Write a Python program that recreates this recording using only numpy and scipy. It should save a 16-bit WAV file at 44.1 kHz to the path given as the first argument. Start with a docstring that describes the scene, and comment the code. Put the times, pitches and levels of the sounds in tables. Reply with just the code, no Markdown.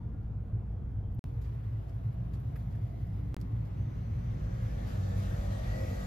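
"""A back alley: far traffic roars over wavering hums, with two faint falling whistles early on.
Light scuffs on gritty concrete and small taps, made of short noise bursts, sound close by from the start.
At 1.2 s and again at 3.3 s all goes silent for a moment; after the first silence the traffic is brighter and wider.
After the second a vehicle draws near beyond the wall: engine tones, a rising whine and noise for the tyre roar."""
import sys
import numpy as np
from scipy import signal
from scipy.fft import rfft, irfft, next_fast_len
from scipy.io import wavfile
from scipy.ndimage import uniform_filter1d

SR = 44100
rng = np.random.default_rng(int(sys.argv[2]) if len(sys.argv) > 2 else 0)


def log_audio(samples):
    """Write samples as a 16-bit WAV file to the path given in sys.argv[1]."""
    # one column per channel
    frames = np.atleast_2d(samples).T
    # limit to full scale, then quantise
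    limited = np.clip(frames, -1, 1)
    pcm = np.round(limited * 32767).astype(np.int16)
    wavfile.write(sys.argv[1], SR, pcm)


N = 267246  # length in samples, about 6.06 s

# short silences: start_s, end_s, wave height where the sound stops, wave height where it resumes
SILENCES = [(1.19324, 1.24110, .005, .017), (3.34410, 3.36658, .028, .030)]
# how often the engine fires, before a slight wander: time_s, rate_hz
FIRING_RATE = [(3.4, 45.62), (4.3, 45.78), (4.58, 47.54), (5.301, 48.06), (5.45, 48.43), (5.7, 48.3),
               (5.76, 47.92), (5.94, 48.1), (6.06, 47.6)]


def gain_of(db):
    """Turns decibels into a factor for the wave height."""
    return 10 ** (np.asarray(db) / 20)


def evened(x):
    """Scales a sound to an rms (average strength) of 1."""
    return x / np.sqrt(np.mean(x ** 2) + 1e-20)


def read(points, hz):
    """Looks up a table by frequency, with straight lines on a log-frequency axis."""
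    f, value = np.transpose(points)
    return np.interp(np.log(hz + 1), np.log(f + 1), value)


def wander(per_s, count):
    """Slow random curves of rms 1: sums of 16 slow sines, the fastest at per_s cycles a second."""
    coarse_t = np.arange(0, N + 64, 64) / SR
    t = np.arange(N) / SR
    hz = np.geomspace(per_s / 20, per_s, 16)[:, None]
    curves = []
    for phase in rng.random((count, 16)):
        sines = np.sin(2 * np.pi * (hz * coarse_t + phase[:, None])) / hz ** 0.16
        curves.append(np.interp(t, coarse_t, evened(sines.sum(0))))
    return np.array(curves)


def resonate(x, hz, width):
    """A resonance, fixed or gliding: shifts hz down to zero, smooths twice, and shifts back."""
    turn = np.exp(2j * np.pi * np.cumsum(hz * np.ones(len(x))) / SR)
    r = np.exp(-np.pi * width / SR)
    smooth = signal.lfilter([(1 - r) ** 2], [1, -2 * r, r * r], x / turn)
    return 2 * (turn * smooth).real


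def wash(spectrum, side_spectrum, side_db, patchy_db, flicker_db, drone_db=0):
    """Stereo noise shaped by mid and side spectra, with drifting patches and flicker in the treble."""
    # how far the side copies the mid, which tips the balance: pitch_hz, likeness (-1 to 1)
    lean = [(60, 0.34), (200, -0.57), (380, 0.096), (700, 0.35), (1300, .1), (4400, .3), (9000, 0.26)]
    # the same a quarter cycle apart, which tips the arrival: pitch_hz, likeness (-1 to 1)
    lead = [(200, 0), (380, .3), (600, .1), (1300, .3), (2200, 0.28), (3000, .4), (5000, .2), (5900, -.3),
            (9000, 0)]
    frames, hz = N // 512 + 5, np.fft.rfftfreq(2048, 1 / SR)
    a, b, c, d, patches = rng.standard_normal((frames, 1025, 5)).T
    patches = evened(uniform_filter1d(uniform_filter1d(patches, 16, 0), 8, 1))
    patches = patches * (hz / (hz + 250))[:, None]  # weaker in the bass
    flicker = evened(uniform_filter1d(rng.standard_normal(frames), 2)) * (hz / (hz + 2000))[:, None]
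    drone_band = np.exp(-np.log((hz + 1) / 207) ** 2 / 4.1)[:, None]  # broad, centred near 207 Hz

    like = (read(lean, hz) + 1j * read(lead, hz))[:, None]
    mid = a + 1j * b
    side = like * mid + np.sqrt(np.clip(1 - abs(like) ** 2, 0, 1)) * (c + 1j * d)

    colour_db = np.array([read(spectrum, hz), read(side_spectrum, hz) + side_db])[:, :, None]
    level_db = colour_db + patchy_db * patches + flicker_db * flicker + drone_band * drone_db
    z = np.array([mid, side]) * gain_of(level_db)
    mid, side = signal.istft(z, nperseg=2048, noverlap=1536)[1][:, :N]
    return np.array([mid + side, mid - side]) / np.sqrt(np.mean(mid ** 2))


def traffic():
    """Far roar as shaped noise; from the end of the first silence it is brighter and wider."""
    # shape of the middle (mid) noise before the first silence: pitch_hz, relative level_db
    mid_first = [(12, -65), (20, -31), (42, -6.5), (74, -15), (106, -3.5), (145, -21), (186, -18.5),
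                 (253, -28), (466, -38), (567, -41), (708, -41), (1460, -53.5), (2160, -60.5),
                 (3190, -68.5), (4300, -74.5), (15600, -86)]
    # shape of the left-right difference (side) noise then: pitch_hz, relative level_db
    side_first = [(18, -49.5), (30, -15), (103, -10.5), (169, -22), (203, -15.5), (285, -36), (411, -26),
                  (577, -30.5), (731, -30), (1370, -43), (2140, -74.5), (3160, -65.5), (15600, -70)]
    # the mid noise afterwards: pitch_hz, relative level_db
    mid_later = [(12, -65), (20, -39), (42, -9.5), (74, -9), (104, -3), (130, -7), (157, -14), (186, -19),
                 (208, -22.5), (290, -26.5), (325, -30), (599, -38.5), (1170, -45), (2400, -54.5),
                 (3300, -58.5), (5200, -68), (8700, -76), (12200, -74), (15600, -76)]
    # the side noise afterwards: pitch_hz, relative level_db
    side_later = [(18, -48.5), (30, -15), (183, -2.5), (219, -11.5), (292, -5.5), (411, -18), (456, -8.5),
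                  (563, -12.5), (811, -14.5), (4220, -44.5), (8780, -47.5), (12000, -48.5), (15600, -74)]
    # boost of the far tyre hiss above about 3 kHz: time_s, boost_db
    hiss_boost = [(1.25, 2.5), (1.5, 2.5), (2.2, 1), (2.6, 4), (3.0, 4), (3.7, 1), (4.4, 2)]
    frame_s = np.arange(N // 512 + 5) * 512 / SR
    drone_db = 2 * np.exp(-((frame_s - 4.23) / 1.4) ** 2)  # far lorries: one slow swell, peak at 4.23 s
    first = wash(mid_first, side_first, -14.0, patchy_db=1.6, flicker_db=1.2, drone_db=drone_db)
    later = wash(mid_later, side_later, -23.5, patchy_db=1.3, flicker_db=1.2, drone_db=drone_db)
    first, later = gain_of(-36) * first, gain_of(-37) * later

    t = np.arange(N) / SR
    hiss = signal.sosfilt(signal.butter(2, 3000, "high", fs=SR, output="sos"), later)
    later = later + (gain_of(np.interp(t, *np.transpose(hiss_boost))) - 1) * hiss
    return np.where(t < SILENCES[0][1], first, later)


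def hums():
    """Wavering tones: noise through narrow resonances, with soft ends."""
    # lasting tones: start_s, end_s, pitch_hz, width_hz, level_db, steadiness (0 to 0.5, capped there)
    tones = [(0, 6.06, 57.5, 3.05, -40, 0.55), (-0.5, 6.06, 103, 7.1, -40.5, 0.36),
             (0, 4.7, 113, 3.7, -42.5, 0.094), (0, 3.8, 120, 11, -47, 0.11),
             (4, 6.06, 123.4, 17.6, -47.5, .15), (-1.5, 1.06, 160, 8.7, -53.5, 0.14),
             (2, 5.2, 178, 9.3, -50, 0.11), (2.5, 5, 229, 9, -58, .15), (3, 3.6, 290, 16, -57.5, 0.12),
             (0, 1.5, 461, 5.2, -67.5, 0.5), (1.8, 3.11, 682, 130, -65.5, .05),
             (-0.5, 0.44, 1417, 13, -79, 0.25), (2.5, 5.1, 2020, 430, -74.5, .05),
             (3.76, 4.75, 6080, 410, -82, .05), (4.03, 5, 6100, 400, -89, .05),
             (1.5, 1.8, 1930, 250, -77, .05)]
    t, out = np.arange(N) / SR, np.zeros(N)
    for start, end, hz, width, db, steady in tones:
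        tone = resonate(rng.standard_normal(N + SR), hz, width)[SR:]  # drop the build-up
        power = uniform_filter1d(tone ** 2, SR // 8)
        tone = tone / power ** np.clip(steady, 0, .5)  # evens out the slow beating
        fade = np.clip(np.minimum(t - start, end - t) / .08 + .5, 0, 1)
        out += gain_of(db) * evened(tone) * fade
    return out


def whistles():
    """Noise through a narrow resonance that slides down and flickers."""
    # faint falling whistles: start_s, end_s, start_pitch_hz, end_pitch_hz, level_db before the flicker
    slides = [(0, .15, 3550, 3400, -90), (.7, 1.25, 3310, 3070, -88.5)]
    t, out = np.arange(N) / SR, np.zeros(N)
    for start, end, start_hz, end_hz, db in slides:
        hz = np.interp(t, (start, end), (start_hz, end_hz))
        tone = evened(resonate(rng.standard_normal(N), hz, width=120))
        flicker_db = 2.2 * wander(50, count=1)[0]
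        fade = np.clip(np.minimum(t - start, end - t) / .06 + .5, 0, 1)
        out += gain_of(db + flicker_db) * tone * fade
    return out


def scuffs():
    """Scuffs on grit: bursts of noise of uneven strength, with a short rise and a dying end."""
    # start_s, level_db before rise and decay, decay time_ms, treble tilt_db per octave
    scrapes = [(0.225, -75.5, 22, -8), (1.11, -75, 27, -5.5), (1.145, -62, 6.3, 13),
               (1.412, -63.5, 22, -3.5), (1.435, -59.5, 46, -9.5), (1.824, -74, 8, -8),
               (1.875, -69.5, 55, -6.5), (1.882, -69, 3.7, -5), (1.895, -63, 4.4, -7), (1.941, -71, 10, 7),
               (2.011, -75, 8, -9), (2.04, -72, 5, 5), (2.128, -72, 5, 5), (2.14, -71, 5, 5),
               (2.332, -59.5, 21, -6), (2.351, -76, 6, 0), (2.394, -67.5, 18, 5), (2.555, -61.5, 20, 5),
               (2.584, -68, 44, -5), (2.705, -67, 24, -6), (2.748, -70, 20, -2.5), (3.071, -68, 4, 2),
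               (3.194, -66.5, 22, -9.5), (3.402, -60, 4, -4.5), (3.412, -55.5, 5.4, -3),
               (3.419, -67, 8, -7), (3.647, -69, 25, -4), (4.004, -71, 5, 4.5), (4.026, -69, 5, 8),
               (4.245, -71, 5.5, 3), (4.61, -70, 40, 3), (4.86, -56, 79, -6), (5.15, -60.5, 120, -4)]
    size = 8192
    out = np.zeros((2, N + size))
    t, hz = np.arange(size) / SR, np.fft.rfftfreq(size, 1 / SR)
    for s, db, decay_ms, tilt in scrapes:
        uneven_db = 2.8 * evened(uniform_filter1d(rng.standard_normal(size), 40))
        mid, side = rng.standard_normal((2, size)) * gain_of(uneven_db)
        colour = gain_of(tilt * np.log2((hz + 1) / 6000)) * hz ** 2 / (hz ** 2 + 1300.0 ** 2)
        colour = colour + gain_of(-4) * np.exp(-((hz - 4740) / 450) ** 2)  # ring of the grit at 4740 Hz
        mid = irfft(rfft(mid) * colour)
        side = 0.59 * irfft(rfft(side) * colour / (1 + (hz / 12500) ** 16))
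        span = 1000 * t / decay_ms
        envelope = np.minimum(span / .3, 1) * np.exp(-span)  # the rise lasts 0.3 of the decay time
        burst = evened(np.array([mid + side, mid - side])) * envelope
        out[:, round(s * SR):][:, :size] += gain_of(db) * burst
    return out[:, :N]


def taps():
    """Small taps: each a short puff of noise through one resonance."""
    # start_s, level_db before the puff shape, ring pitch_hz, ring width_hz
    puffs = [(1.44, -63, 1300, 1300), (1.9, -64, 800, 600), (2.398, -60, 1700, 900),
             (2.556, -47, 1500, 1400), (2.747, -55, 1600, 1100), (3.41, -62, 5350, 350)]
    peak_s = .0045  # time to the top of the puff
    out, t = np.zeros((2, N)), np.arange(4096) / SR
    envelope = t / peak_s * np.exp(-t / peak_s)
    for s, db, hz, width in puffs:
        mid, side = (evened(resonate(x, hz, width)) for x in rng.standard_normal((2, 4096)))
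        puff = envelope * np.array([mid + .6 * side, mid - .45 * side])
        out[:, round(s * SR):][:, :4096] += gain_of(db) * puff
    return out


def firing():
    """Running count of engine firings: the firing rate, wandering slightly, added up over time."""
    hz = np.interp(np.arange(N) / SR, *np.transpose(FIRING_RATE))
    return np.cumsum(hz * (1 + 0.0025 * wander(12, count=1)[0])) / SR


def orders(table, turns, fade_db, rough, apart, lean_db):
    """Multiples of the firing rate that swell, fade and slip one by one over shifting paths."""
    out = np.zeros((2, N))
    fades, slips = wander(17.0, count=len(table)), wander(25.0, count=len(table))
    ear_phase = [[apart], [-apart]]  # left and right out of step, radians each way
    for (k, db), fade, slip, phase in zip(table, fades, slips, rng.random(len(table))):
        angle = 2 * np.pi * (k * turns + phase) + rough * slip + ear_phase
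        out += gain_of(db + fade_db * fade) * np.cos(angle)
    return evened(out * gain_of([[lean_db], [-lean_db]]))  # louder on the left


def vehicle(turns):
    """Engine boom and exhaust note as multiples of the firing rate, and tyre and exhaust roar as noise."""
    # level of the roar as the vehicle draws near: time_s, level_db
    nearing = [(3.4, -55), (3.9, -62), (4.2, -58), (4.5, -55), (4.7, -52.5), (4.9, -51.5), (5.2, -50),
               (5.5, -49.5), (5.8, -48.5), (6.06, -48.5)]
    # low engine tones: multiple of the firing rate, relative level_db
    boom = [(1, 5), (2, -2), (3, -16.5), (4, -3.5), (5, -12.5), (6, -28.5)]
    # exhaust tones: multiple of the firing rate, relative level_db
    exhaust = [(7, 1.5), (8, -8.5), (9, -6), (10, 1), (11, 1), (12, -2.5), (13, 0), (14, -2.5), (15, -9),
               (16, -7.5), (17, -9), (19, -14.5), (21, -17.5), (23, -12.5), (24, -9.5), (25, -19.5),
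               (26, -8.5), (28, -18.5)]
    # shape of the roar in the middle: pitch_hz, relative level_db
    roar_mid = [(150, -9), (240, -7), (370, -26), (500, -22.5), (750, -15), (950, -25.5), (1950, -23),
                (2600, -27.5), (6900, -34), (8200, -40), (10200, -50.5), (11900, -39.5), (13900, -50),
                (15000, -46.5)]
    # shape of its left-right difference: pitch_hz, relative level_db
    roar_side = [(150, -21), (400, -14.5), (550, -5), (900, -25.5), (1200, -16.5), (1900, -24), (2200, -33),
                 (3700, -29.5), (5200, -36.5), (5900, -30), (6600, -35), (8800, -32), (12000, -42.5),
                 (13200, -89)]
    # the loudest part of the engine tones shifts as the path round the wall changes: time_s, pitch_hz, lift_db
    wall_path = [(4.3, 564, 1.8), (4.7, 497, 6.8), (5.1, 550, 0.64), (5.45, 575, 8), (5.7, 595, 1.1),
                 (5.85, 511.7, 5.02), (6.06, 484, 5.6)]
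    # brief swell of the second multiple in the boom: peak_s, half_length_s, lift_db
    swell_s, swell_span_s, swell_db = (5.26, 0.38, 12.4)
    t = np.arange(N) / SR
    roar_db, closest_db = np.interp(t, *np.transpose(nearing)), nearing[-1][1]
    below_db = roar_db - closest_db
    boom_db = closest_db + 13.1 + below_db
    note_db = closest_db + 0.56 + 1.78 * below_db  # changes faster than the roar

    engine = gain_of(boom_db) * orders(boom, turns, fade_db=3.0, rough=0.35, apart=.04, lean_db=0.1)
    swell = gain_of(swell_db * np.exp(-((t - swell_s) / swell_span_s) ** 2)) - 1
    engine += swell * resonate(engine.mean(0), 2 * FIRING_RATE[-1][1], width=20)
    engine += gain_of(note_db) * orders(exhaust, turns, fade_db=3.8, rough=0.55, apart=0.79, lean_db=1.5)
    s, hz, lift_db = np.transpose(wall_path)
    hz, lift = np.interp(t, s, hz), gain_of(np.interp(t, s, lift_db, left=0)) - 1
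    engine += lift * np.array([resonate(x, hz, width=175) for x in engine])

    roar = gain_of(roar_db) * wash(roar_mid, roar_side, -1.2, patchy_db=2.0, flicker_db=0.7)
    treble = signal.sosfilt(signal.butter(1, 3480, "high", fs=SR, output="sos"), roar)
    roar += (gain_of(below_db) - 1) * treble  # far off the roar is duller
    return np.clip((t - nearing[0][0]) / .5, 0, 1) * (engine + roar)


def whine(turns):
    """A band of hiss with a thin rough core, the core throbbing with the firings; both glide up."""
    # the glide before a slight wander, and the level before a brief swell: time_s, pitch_hz, level_db
    glide = [(4.6, 1650, -70), (4.8, 1760, -66), (5.05, 1775, -68), (5.17, 1790, -65.5), (5.33, 1835, -65),
             (5.5, 1870, -64.5), (5.65, 1885, -60.5), (5.8, 1940, -60), (6.06, 1930, -63)]
    t = np.arange(N) / SR
    s, hz, db = np.transpose(glide)
    hz = np.interp(t, s, hz) + 8 * wander(7.2, count=1)[0]
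    db = np.interp(t, s, db) + 4 * np.exp(-((t - 5.76) / 0.1) ** 2)  # swells briefly at 5.76 s
    hiss = np.array([evened(resonate(rng.standard_normal(N), hz, width=150)) for _ in range(2)])
    core = gain_of(1.0) * np.cos(2 * np.pi * np.cumsum(hz) / SR + 2.3 * wander(30, count=2))
    throb = 1 + 0.55 * np.cos(2 * np.pi * turns)
    fade_in = np.clip((t - s[0]) / .3 + 1, 0, 1)
    return fade_in * gain_of(db) * (hiss + throb * core)


def scene():
    """All sounds of the alley added together; the boom, note and whine share one engine."""
    turns = firing()
    return traffic() + hums() + whistles() + scuffs() + taps() + vehicle(turns) + whine(turns)


def record(dry):
    """Microphone colour and bass roll-off, hard silences, then a limit on the highest pitches."""
    # colour of the sum of the two microphone ports, which cancel in a dip near 8.5 kHz: pitch_hz, level_db
    port_colour = [(7400, -1.5), (8100, -3.5), (8500, -18.5), (9500, -7.5), (10100, 2), (12000, 2.5),
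                   (13800, 4.5), (14800, -12)]
    mid, side = dry.mean(0), (dry[0] - dry[1]) / 2
    size = next_fast_len(N, True)
    colour = gain_of(read(port_colour, np.fft.rfftfreq(size, 1 / SR)))
    mid = irfft(rfft(mid, size) * colour, size)[:N]
    bass_cut = signal.butter(4, 34, "high", fs=SR, output="sos")
    out = signal.sosfilt(bass_cut, [mid + side, mid - side])

    t = np.arange(N) / SR
    out = out * np.minimum(t / .004, 1)  # soft start
    for start, end, before, after in SILENCES:
        # pull the wave to a set height at each edge: that height is the step one hears
        for s, height in ((start, before), (end, after)):
            out = out + (height - out[:, [round(s * SR)]]) * np.exp(-((t - s) / .0015) ** 2)
        out = out * ((t <= start) | (t >= end))
    treble_limit = signal.firwin(511, 15750, window=("kaiser", 9), fs=SR)
    return signal.oaconvolve(out, treble_limit[None], "same")


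dry = scene()
out = record(dry)
log_audio(out)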